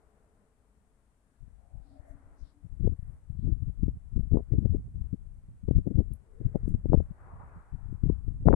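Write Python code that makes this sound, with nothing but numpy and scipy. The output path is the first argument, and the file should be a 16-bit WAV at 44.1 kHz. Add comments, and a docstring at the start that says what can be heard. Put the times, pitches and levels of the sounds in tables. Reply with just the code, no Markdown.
"""A garden, among flowering shrubs: gusts buffet a phone, left port windward, right port sheltered.
Eddies rumble on each port, louder and higher as the flow quickens; the hardest slap, thump and crackle
on the left. Weaker puffs reach the right at their own times.
Behind them: hissing air, a fading far drone, rushing and swishing foliage, a bee's faint wingbeat hum,
faint hollow hums and distant call-like tones, ticking stems, and one gust through a distant tree."""
import sys
import numpy as np
from scipy import signal
from scipy.fft import rfft, irfft
from scipy.io import wavfile
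from scipy.ndimage import uniform_filter1d

SR = 44100
rng = np.random.default_rng(int(sys.argv[2]) if len(sys.argv) > 2 else 0)


def transcribe(signal):
    """Save signal, clipped to [-1, 1], as a 16-bit WAV file at the path in sys.argv[1]."""
    frames = np.atleast_2d(signal).T
    limited = np.clip(frames, -1, 1)
    pcm = np.round(limited * 32767).astype(np.int16)
    wavfile.write(sys.argv[1], SR, pcm)


N = 377055
TIME_S = np.arange(N) / SR
FREQ_HZ = np.maximum(np.arange(N // 2 + 1) * SR / N, 1)

# still air and microphone hiss: f/Hz, gain/dB
AIR_SPECTRUM = [(25, -3.5), (55, 5), (110, -9), (250, -10), (500, -32), (1000, -37.5), (2000, -31),
                (3200, -36.5), (5200, -39.5), (6500, -37), (8300, -30.5), (10000, -34), (12000, -42),
                (14000, -58.5)]
# far drone: f/Hz, gain/dB
DRONE_SPECTRUM = [(60, -6), (120, -0.5), (185, -9), (207, 12.5), (230, -11.5), (350, -11), (400, -0.5),
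                  (440, 9), (490, -5.5), (560, -10), (640, -3.5), (1000, -14.5), (2500, -37)]
# left port's lead over the right for ambient sound: f/Hz, gain/dB
LEFT_LEAD_SPECTRUM = [(60, 8), (500, 7), (1500, 6), (4000, 3.5), (9000, 6.5)]
# breeze in the surrounding foliage: t/s, hold/s, level/dB
BREEZE_SWELLS = [(0, 0.31, -77), (2.07, 0.25, -72), (3.05, 0.064, -79), (4.5, 0.07, -80.5),
                 (6.45, 0.15, -76), (7.3, 0.11, -64.5), (8.3, 0.14, -86.5)]
# that foliage: f/Hz, gain/dB
FOLIAGE_SPECTRUM = [(150, -14), (350, -3.5), (600, -2), (950, -5), (1400, -7.5), (2000, -14.5), (2600, -26),
                    (3500, -47), (8000, -61.5)]
# gust through a distant tree: t/s, hold/s, level/dB
TREE_SWELLS = [(7.22, 0.32, -66)]
# that tree: f/Hz, gain/dB
TREE_SPECTRUM = [(200, -36), (440, -13.5), (600, -14), (790, 0), (980, -0.5), (1320, -2), (1750, -9.5),
                 (2150, -17.5), (2600, -24.5), (3300, -61), (8000, -69)]
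# wind between gusts: t/s, left level/dB, right level/dB (before trim)
BASE_WIND = [(0, -68, -76), (.7, -82, -76), (1.38, -82, -83), (1.48, -45.5, -69), (1.66, -61.5, -75),
             (1.92, -57, -72), (2.3, -53.5, -64), (2.6, -66.5, -79), (3.05, -50, -56.5), (3.22, -51.5, -62),
             (3.6, -37, -63), (4.03, -49.5, -55), (4.3, -41.5, -61.5), (4.7, -38, -49),
             (4.87, -48.5, -49.5), (5.2, -42.5, -57.5), (5.55, -54.5, -52), (6.0, -41.5, -55.5),
             (6.25, -55, -67), (6.5, -39, -48.5), (6.8, -41, -43), (7.17, -55.5, -57.5), (7.35, -53, -49),
             (7.58, -52, -54.5), (7.7, -63, -60), (7.8, -40.5, -66), (8.2, -40.5, -51), (8.55, -36, -43.5)]
# gusts on the left port: t/s, hold/s, level/dB (before trim)
WINDWARD_GUSTS = [(1.42, 0.028, -43), (1.745, 0.091, -44.5), (2.10, 0.023, -42), (2.415, 0.035, -42.5),
                  (2.64, 0.013, -37.5), (2.71, 0.1, -40), (2.825, 0.089, -25.5), (3.03, 0.099, -39.5),
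                  (3.3, 0.15, -35), (3.43, 0.12, -28), (3.61, 0.095, -33.5), (3.785, .04, -34.5),
                  (3.83, 0.061, -26.5), (4.125, 0.032, -32.5), (4.165, 0.045, -26.5), (4.225, 0.017, -24.5),
                  (4.32, 0.047, -21), (4.39, 0.017, -32.5), (4.52, 0.1, -27.5), (4.645, 0.017, -23),
                  (4.7, 0.066, -25.5), (4.955, 0.0086, -33.5), (5.0, 0.089, -39), (5.125, 0.01, -38.5),
                  (5.64, .0053, -32), (5.685, 0.037, -25.5), (5.755, 0.027, -18), (5.955, 0.045, -24),
                  (6.06, 0.071, -35.5), (6.45, 0.012, -23), (6.63, .12, -30), (6.85, 0.057, -29),
                  (6.9, 0.11, -26), (7.1, 0.0087, -39), (7.73, .016, -33.5), (7.89, 0.054, -34.5),
                  (8.04, 0.087, -28), (8.11, 0.099, -36), (8.275, 0.027, -32), (8.35, .014, -33),
                  (8.47, 0.14, -16)]
# puffs curling round to the right port: t/s, hold/s, level/dB (before trim)
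SHELTERED_PUFFS = [(2.32, .025, -58), (2.9, 0.028, -52), (3.04, .02, -57), (3.3, 0.061, -57),
                   (3.44, 0.016, -45), (3.91, 0.065, -46), (4.35, 0.043, -48), (4.55, 0.026, -36.5),
                   (4.77, 0.032, -42.5), (4.85, 0.038, -42), (5.49, 0.013, -42.5), (5.75, 0.035, -34),
                   (6.45, 0.018, -41), (6.66, 0.11, -54), (6.89, 0.019, -48.5), (7.56, .02, -46),
                   (8.04, 0.017, -45.5), (8.41, .025, -42), (8.49, 0.03, -46.5)]
# faint hollow hums and distant call-like tones (low rows), leaf swishes (high rows):
# t/s, right level/dB, length/s, centre f/Hz, nominal width/Hz
HUMS_AND_SWISHES = [(1.12, -84, .08, 990, 300), (1.38, -93, 0.58, 1600, 400), (1.72, -72.5, 0.27, 694, 262),
                    (1.96, -66, 0.086, 617, 70), (1.96, -72, 0.24, 746, 90), (2.09, -64, 0.086, 638, 96),
                    (1.91, -86, 0.16, 4400, 1600), (2.1, -79, .19, 1860, 500),
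                    (2.19, -80.5, 0.22, 1320, 400), (2.1, -82.5, .079, 8700, 5000),
                    (2.41, -82, .068, 5400, 2200), (2.475, -81, 0.099, 4400, 1990),
                    (3.06, -86, 0.16, 1750, 603), (3.14, -87, .16, 1080, 500), (3.1, -89, 0.23, 9600, 3440),
                    (3.43, -88, 0.12, 3730, 1330), (6.45, -64.5, 0.34, 423, 131),
                    (6.55, -83.5, 0.4, 1800, 610), (6.695, -77, 0.052, 8550, 3520),
                    (7.225, -68, .06, 1200, 702), (7.33, -60, 0.14, 930, 477),
                    (7.42, -57.5, 0.063, 980, 620), (7.55, -68, .19, 1220, 550)]
# knots of fast eddies: t/s, level/dB (before trim), length/s, nominal corner f/Hz
EDDY_KNOTS = [(1.428, -49, 0.029, 130), (2.809, -28, 0.021, 227), (2.852, -28, 0.032, 312),
              (2.876, -19, 0.0083, 398), (2.927, -40.5, 0.034, 290), (3.302, -31.5, 0.008, 167),
              (3.394, -24, 0.011, 164), (3.45, -31.5, 0.029, 255), (3.492, -32.5, 0.052, 257),
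              (3.525, -32.5, 0.011, 267), (3.635, -35.5, 0.051, 170), (3.834, -19, 0.0076, 244),
              (3.883, -16, 0.0023, 290), (4.164, -22.5, 0.0063, 221), (4.179, -25.5, 0.0077, 290),
              (4.193, -31.5, 0.0067, 218), (4.322, -24, 0.0058, 291), (4.335, -30, .008, 400),
              (4.346, -21.5, .012, 394), (4.357, -20, .009, 400), (4.372, -18, 0.0042, 564),
              (4.389, -38.5, 0.039, 565), (4.406, -34.5, .008, 416), (4.538, -26, 0.039, 319),
              (4.587, -21, 0.015, 260), (4.629, -30, 0.039, 245), (4.658, -25, 0.021, 337),
              (4.75, -26.5, .021, 361), (4.996, -40, 0.056, 171), (5.14, -27.5, 0.021, 256),
              (5.488, -44.5, 0.011, 198), (5.641, -37, 0.018, 210), (5.687, -24, 0.01, 430),
              (5.711, -19, 0.0056, 400), (5.791, -27, 0.018, 287), (5.874, -24, 0.021, 368),
              (5.914, -29, 0.029, 316), (5.986, -20.5, 0.024, 276), (6.005, -27, 0.026, 400),
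              (6.117, -30, 0.022, 208), (6.414, -31.5, 0.022, 300), (6.461, -30, 0.012, 270),
              (6.558, -23, 0.02, 487), (6.68, -21, 0.007, 288), (6.707, -32.5, 0.047, 240),
              (6.75, -25.5, 0.017, 262), (6.858, -23.5, 0.01, 396), (6.901, -25, 0.019, 270),
              (6.923, -21, .006, 420), (6.933, -15.5, 0.003, 740), (6.943, -17.5, 0.019, 500),
              (6.976, -29.5, 0.0083, 423), (7.004, -24.5, 0.0092, 455), (7.113, -35, 0.0131, 203),
              (7.753, -41, 0.03, 193), (7.928, -31, 0.011, 238), (8.04, -25, 0.011, 263),
              (8.058, -27, 0.0056, 300), (8.1, -17.5, 0.0049, 457), (8.125, -39, .03, 184),
              (8.282, -28.5, 0.0042, 278), (8.46, -22, .012, 430), (8.476, -17, 0.011, 532),
              (8.486, -12.5, 0.0055, 950), (8.508, -22, 0.031, 504), (8.529, -28, 0.0071, 1300),
              (8.535, -16, 0.0092, 600), (8.54, -16.5, 0.0025, 950)]
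# bee in flight: t/s, wingbeat f/Hz, level/dB (before panning)
BEE_FLIGHT = [(1.6, 144.2, -101), (1.9, 141.2, -69.5), (2.15, 140, -67), (2.4, 138.3, -76), (2.6, 143, -70),
              (2.85, 131.6, -109.5)]
# single large eddies: t/s, envelope peak/dB, f/Hz
LARGE_EDDIES = [(1.778, -32.5, 43.4), (2.001, -33.5, 43.5), (2.431, -31.5, 38.8), (2.648, -31.5, 74),
                (2.863, -10.5, 41.2), (2.994, -24, 60), (3.524, -14, 45), (3.624, -21, 62),
                (3.833, -16, 62.2), (3.865, -21, 42.3), (4.195, -12, 85.3), (4.524, -12, 47.3),
                (4.585, -12.5, 66), (4.657, -7, 62.6), (4.705, -15.5, 52.2), (5.015, -19, 64),
                (5.132, -14.5, 84), (5.768, -5, 64.5), (5.991, -11.5, 70.5), (6.456, -14, 71.3),
                (6.744, -13, 68), (6.948, -2.5, 80), (6.981, -13, 42), (7.34, -35, 65), (8.19, -25, 54.4),
                (8.286, -20, 59.5), (7.74, -23, 51), (8.038, -12.5, 73), (8.066, -9.5, 72),
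                (8.093, -11.5, 75.6), (8.499, -7, 56.3)]
# gusts overloading the left port: t/s, level/dB (before trim), length/s
OVERLOADS = [(2.872, -79, .015), (3.52, -80, .012), (3.835, -79.5, .02), (4.198, -77, .008),
             (4.364, -76, 0.019), (4.531, -69.5, 0.027), (4.66, -70, 0.01), (5.685, -73, 0.022),
             (5.753, -85.5, .008), (5.77, -71.5, 0.018), (5.986, -71, 0.017), (6.559, -81, 0.017),
             (6.943, -74, 0.052), (6.99, -74.5, 0.012), (8.067, -74.5, 0.026), (8.498, -65, 0.038)]
# their crackle: f/Hz, gain/dB
CRACKLE_SPECTRUM = [(600, -5.5), (2000, 5.5), (3200, -2), (5000, -6), (8000, -12.5), (12000, -19.5)]
# dry stem ticks: t/s, right level/dB, length/s, centre f/Hz, nominal width/Hz
STEM_TICKS = [(6.124, -82, 0.00069, 3080, 3020), (6.137, -62.5, 0.0018, 10700, 3000),
              (6.155, -90, 0.032, 10800, 4040), (6.689, -77, 0.0021, 9100, 4320)]


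def undb(db):
    """Decibels to gain."""
    return 10 ** (np.asarray(db) / 20)


def unit(x):
    """Scale to rms 1."""
    return x / np.sqrt(np.mean(x ** 2) + 1e-30)


def power_sum_db(a_db, b_db):
    """Two levels added in power."""
    return 20 * np.log10(np.hypot(undb(a_db), undb(b_db)))


def curve(rows, column=1):
    """Table column, interpolated over time."""
    rows = np.array(rows)
    return np.interp(TIME_S, rows[:, 0], rows[:, column])


def swells_db(rows, rise_db_per_s, fall_db_per_s):
    """Events that rise, hold and fall; the strongest prevails."""
    return np.max([db - rise_db_per_s * np.maximum(t_s - TIME_S, 0)
                   - fall_db_per_s * np.maximum(TIME_S - t_s - hold_s, 0)
                   for t_s, hold_s, db in rows], axis=0)


def colour(spectrum):
    """Gain per bin, interpolated over log frequency."""
    hz, db = np.transpose(spectrum)
    return undb(np.interp(np.log(FREQ_HZ), np.log(hz), db))


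def noise(gain):
    """Shaped noise, rms 1."""
    return unit(irfft(rfft(rng.standard_normal(N)) * gain, N))


def drift(hz):
    """Slow random motion, rms 1."""
    return noise(np.exp(-(FREQ_HZ / hz) ** 2))


def diffuse(spectrum, coherent_hz=750):
    """Noise from all around: the ports agree in the bass, are unrelated in the treble."""
    gain = colour(spectrum)
    coherence = np.minimum(2 * np.exp(-(FREQ_HZ / coherent_hz) ** 2), 1)
    mid = rfft(rng.standard_normal(N)) * gain * np.sqrt(1 + coherence)
    side = rfft(rng.standard_normal(N)) * gain * np.sqrt(1 - coherence)
    lead = np.sqrt(colour(LEFT_LEAD_SPECTRUM))
    pair = irfft(np.array([(mid + side) * lead, (mid - side) / lead]), N)
    return pair / np.std(pair.mean(axis=0))


def eddy_gain(hz, corner_hz, order, knee):
    """Eddies weaken from knee * corner up; above the corner they cancel over the port."""
    return ((1 + (hz / (knee * corner_hz)) ** 2) * (1 + (hz / corner_hz) ** (2 * order))) ** -.5


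def add(track, t_s, sound):
    """Mix in a sound centred on t_s."""
    index = int(t_s * SR) - len(sound) // 2 + np.arange(len(sound))
    inside = (index >= 0) & (index < N)
    track[index[inside]] += sound[inside]


def grains(size, scatter_db):
    """Noise with a random level per sample."""
    carrier, strength = rng.standard_normal((2, size))
    return carrier * undb(scatter_db * strength)


def burst(source, gain, length_s):
    """Source under a bell envelope, filtered; rms near 1 at the crest."""
    t_s = (np.arange(len(source)) - len(source) / 2) / SR
    bell = np.exp(-(2 * t_s / length_s) ** 2)
    filtered = irfft(rfft(unit(source * bell)) * unit(gain), len(source))
    return filtered * np.sqrt(np.mean(bell ** 2))


def air(level_db=-68):
    """Steady outdoor air with thin microphone hiss."""
    return diffuse(AIR_SPECTRUM) * undb(level_db)


def drone(start_db=-70, fade_db_per_s=15):
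    """Far low drone, dying away."""
    return diffuse(DRONE_SPECTRUM) * undb(start_db - fade_db_per_s * TIME_S)


def foliage(lull_db=-80, flutter_db=1, flutter_hz=6):
    """Countless leaves merge into a fluttering rush, all around and in one distant tree."""
    breeze_db = swells_db(BREEZE_SWELLS, rise_db_per_s=31, fall_db_per_s=34.5)
    breeze = diffuse(FOLIAGE_SPECTRUM) * undb(power_sum_db(lull_db, breeze_db))
    tree_db = swells_db(TREE_SWELLS, rise_db_per_s=140, fall_db_per_s=19.5)
    pan_db = np.array([[-1.5], [1.5]])  # the tree stands further right
    tree = diffuse(TREE_SPECTRUM) * undb(tree_db + pan_db)
    return (breeze + tree) * undb(flutter_db * drift(flutter_hz))


def rumble(flow_db, corner_hz, db_per_octave, order, low_cut_hz, ragged_db, ref_db=-33, trim_db=2):
    """Turbulence on one port: faster flow lifts level and corner; small eddies come in flurries."""
    moving_corner_hz = corner_hz * 2 ** ((flow_db - ref_db) / db_per_octave)
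    flurry = np.tanh(drift(hz=78))
    pressure = 0
    for hz in 20 * 2 ** np.arange(0, 6.5, .5):
        band = noise(np.exp(-(4 * np.log2(FREQ_HZ / hz)) ** 2 / 2))
        ragged = undb(ragged_db * flurry * hz / (hz + corner_hz))
        gain = np.sqrt(hz) * eddy_gain(hz, moving_corner_hz, order, knee=0.83)
        pressure += band * ragged * gain / np.hypot(1, low_cut_hz / hz)
    # divide out the running rms: the fluttering flow sets the level
    power = uniform_filter1d(uniform_filter1d(pressure ** 2, size=1100), size=1100)
    fitful = np.clip((ref_db - flow_db) / 10, 0, 1)  # light wind is less steady
    flutter_db = 4 * np.tanh(drift(hz=40)) + 4 * fitful * np.tanh(drift(hz=14))
    return pressure / np.sqrt(power + 1e-12) * undb(flow_db + trim_db + flutter_db)


def band_bursts(rows, scatter_db, left_db, size=32768):
    """Grainy noise in one band: a hum or call-like tone if low and narrow, else a swish or tick."""
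    pair, hz = np.zeros((2, N)), np.arange(size // 2 + 1) * SR / size
    for t_s, db, length_s, centre_hz, width_hz in rows:
        gain = 1 / (1 + ((hz - centre_hz) / (0.61 * width_hz)) ** 4)
        for track, side_db in zip(pair, (left_db, 0)):
            add(track, t_s, undb(db + side_db) * burst(grains(size, scatter_db), gain, length_s))
    return pair


def buffets(lead_db=14, scatter_db=4, trim_db=3, port_hz=2800, size=8192):
    """Eddy knots slap the port: one leading pressure pulse among weaker ones, rounded by the port."""
    track, hz = np.zeros(N), np.arange(size // 2 + 1) * SR / size
    for t_s, db, length_s, corner_hz in EDDY_KNOTS:
        sign, strength = rng.standard_normal((2, size // 32))
        pulses = np.zeros(size)
        pulses[::32] = np.sign(sign) * undb(scatter_db * strength)
        pulses[size // 2] = np.sign(pulses[size // 2]) * undb(lead_db)
        edge_hz = min(2.5 * corner_hz, port_hz)  # smallest eddies set a sharp upper edge
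        high_cut = 1 / np.sqrt(1 + (hz / edge_hz) ** 20)
        low_cut = hz ** 2 / (hz ** 2 + (0.18 * corner_hz) ** 2)
        gain = low_cut * high_cut * eddy_gain(hz, 1.156 * corner_hz, order=4.13, knee=0.2)
        add(track, t_s, undb(db + trim_db) * burst(pulses, gain, length_s))
    return track


def bee(steer_depth=0.018, waver_depth=0.038, harmonics_db=(-8, 15.5, -14.5, -13.5, -6.5)):
    """Wingbeats hum mostly at twice their rate, wavering as the bee steers."""
    steering = steer_depth * drift(hz=7)
    flicker_db = 4 * drift(hz=30)
    wingbeat_hz = curve(BEE_FLIGHT) * (1 + steering + waver_depth * drift(hz=58))
    phase = 2 * np.pi * np.cumsum(wingbeat_hz) / SR
    hum = sum(undb(db) * np.sin(k * phase) for k, db in enumerate(harmonics_db, 1))
    pan = np.array([[1.3], [.65]])
    return unit(hum) * undb(curve(BEE_FLIGHT, column=2) + flicker_db) * pan


def thumps(order=3):
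    """A large eddy crossing the port pushes and pulls the diaphragm once."""
    track, lag_s = np.zeros(N), np.arange(-SR // 8, SR // 8) / SR
    for t_s, db, hz in LARGE_EDDIES:
        phasor = np.exp(2j * np.pi * rng.random())
        swing = phasor / (1 - 2j * np.pi * hz * lag_s / (order - 1)) ** order
        add(track, t_s, undb(db) * swing.real)
    return track


def crackle(scatter_db=6, trim_db=2, size=8192):
    """Fine uneven grains for the length of each listed overload."""
    track, hz = np.zeros(N), np.arange(size // 2 + 1) * SR / size
    gain = np.interp(hz, FREQ_HZ, colour(CRACKLE_SPECTRUM))
    for t_s, db, length_s in OVERLOADS:
        add(track, t_s, undb(db + trim_db) * burst(grains(size, scatter_db), gain, length_s))
    return track


def scene():
    """Gusts ride on the wind; each port has its own turbulence; both hear the garden."""
    slopes = dict(rise_db_per_s=904, fall_db_per_s=453)
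    left_db = power_sum_db(curve(BASE_WIND), swells_db(WINDWARD_GUSTS, **slopes))
    right_db = power_sum_db(curve(BASE_WIND, column=2), swells_db(SHELTERED_PUFFS, **slopes))
    left = rumble(left_db, corner_hz=87.3, db_per_octave=45.5, order=2.37, low_cut_hz=22, ragged_db=11)
    left += buffets()
    right = rumble(right_db, corner_hz=140, db_per_octave=34.5, order=3.34, low_cut_hz=610,
                   ragged_db=3.5)
    wind = np.array([left + thumps() + crackle(), right])
    hums_and_swishes = band_bursts(HUMS_AND_SWISHES, scatter_db=6, left_db=4.5)
    ticks = band_bursts(STEM_TICKS, scatter_db=10, left_db=16)
    return wind + foliage() + air() + drone() + hums_and_swishes + bee() + ticks


def record(dry, top_hz=14000, fade_s=0.004):
    """Phone: steep low-pass at the end of the treble; the sound closes with a brief fade-out."""
    low_pass = signal.ellip(8, .2, 70, top_hz, fs=SR, output="sos")
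    ramp = np.minimum((TIME_S[-1] - TIME_S) / fade_s, 1)
    return signal.sosfilt(low_pass, dry) * np.sin(np.pi / 2 * ramp) ** 2


dry = scene()
out = record(dry)
transcribe(out)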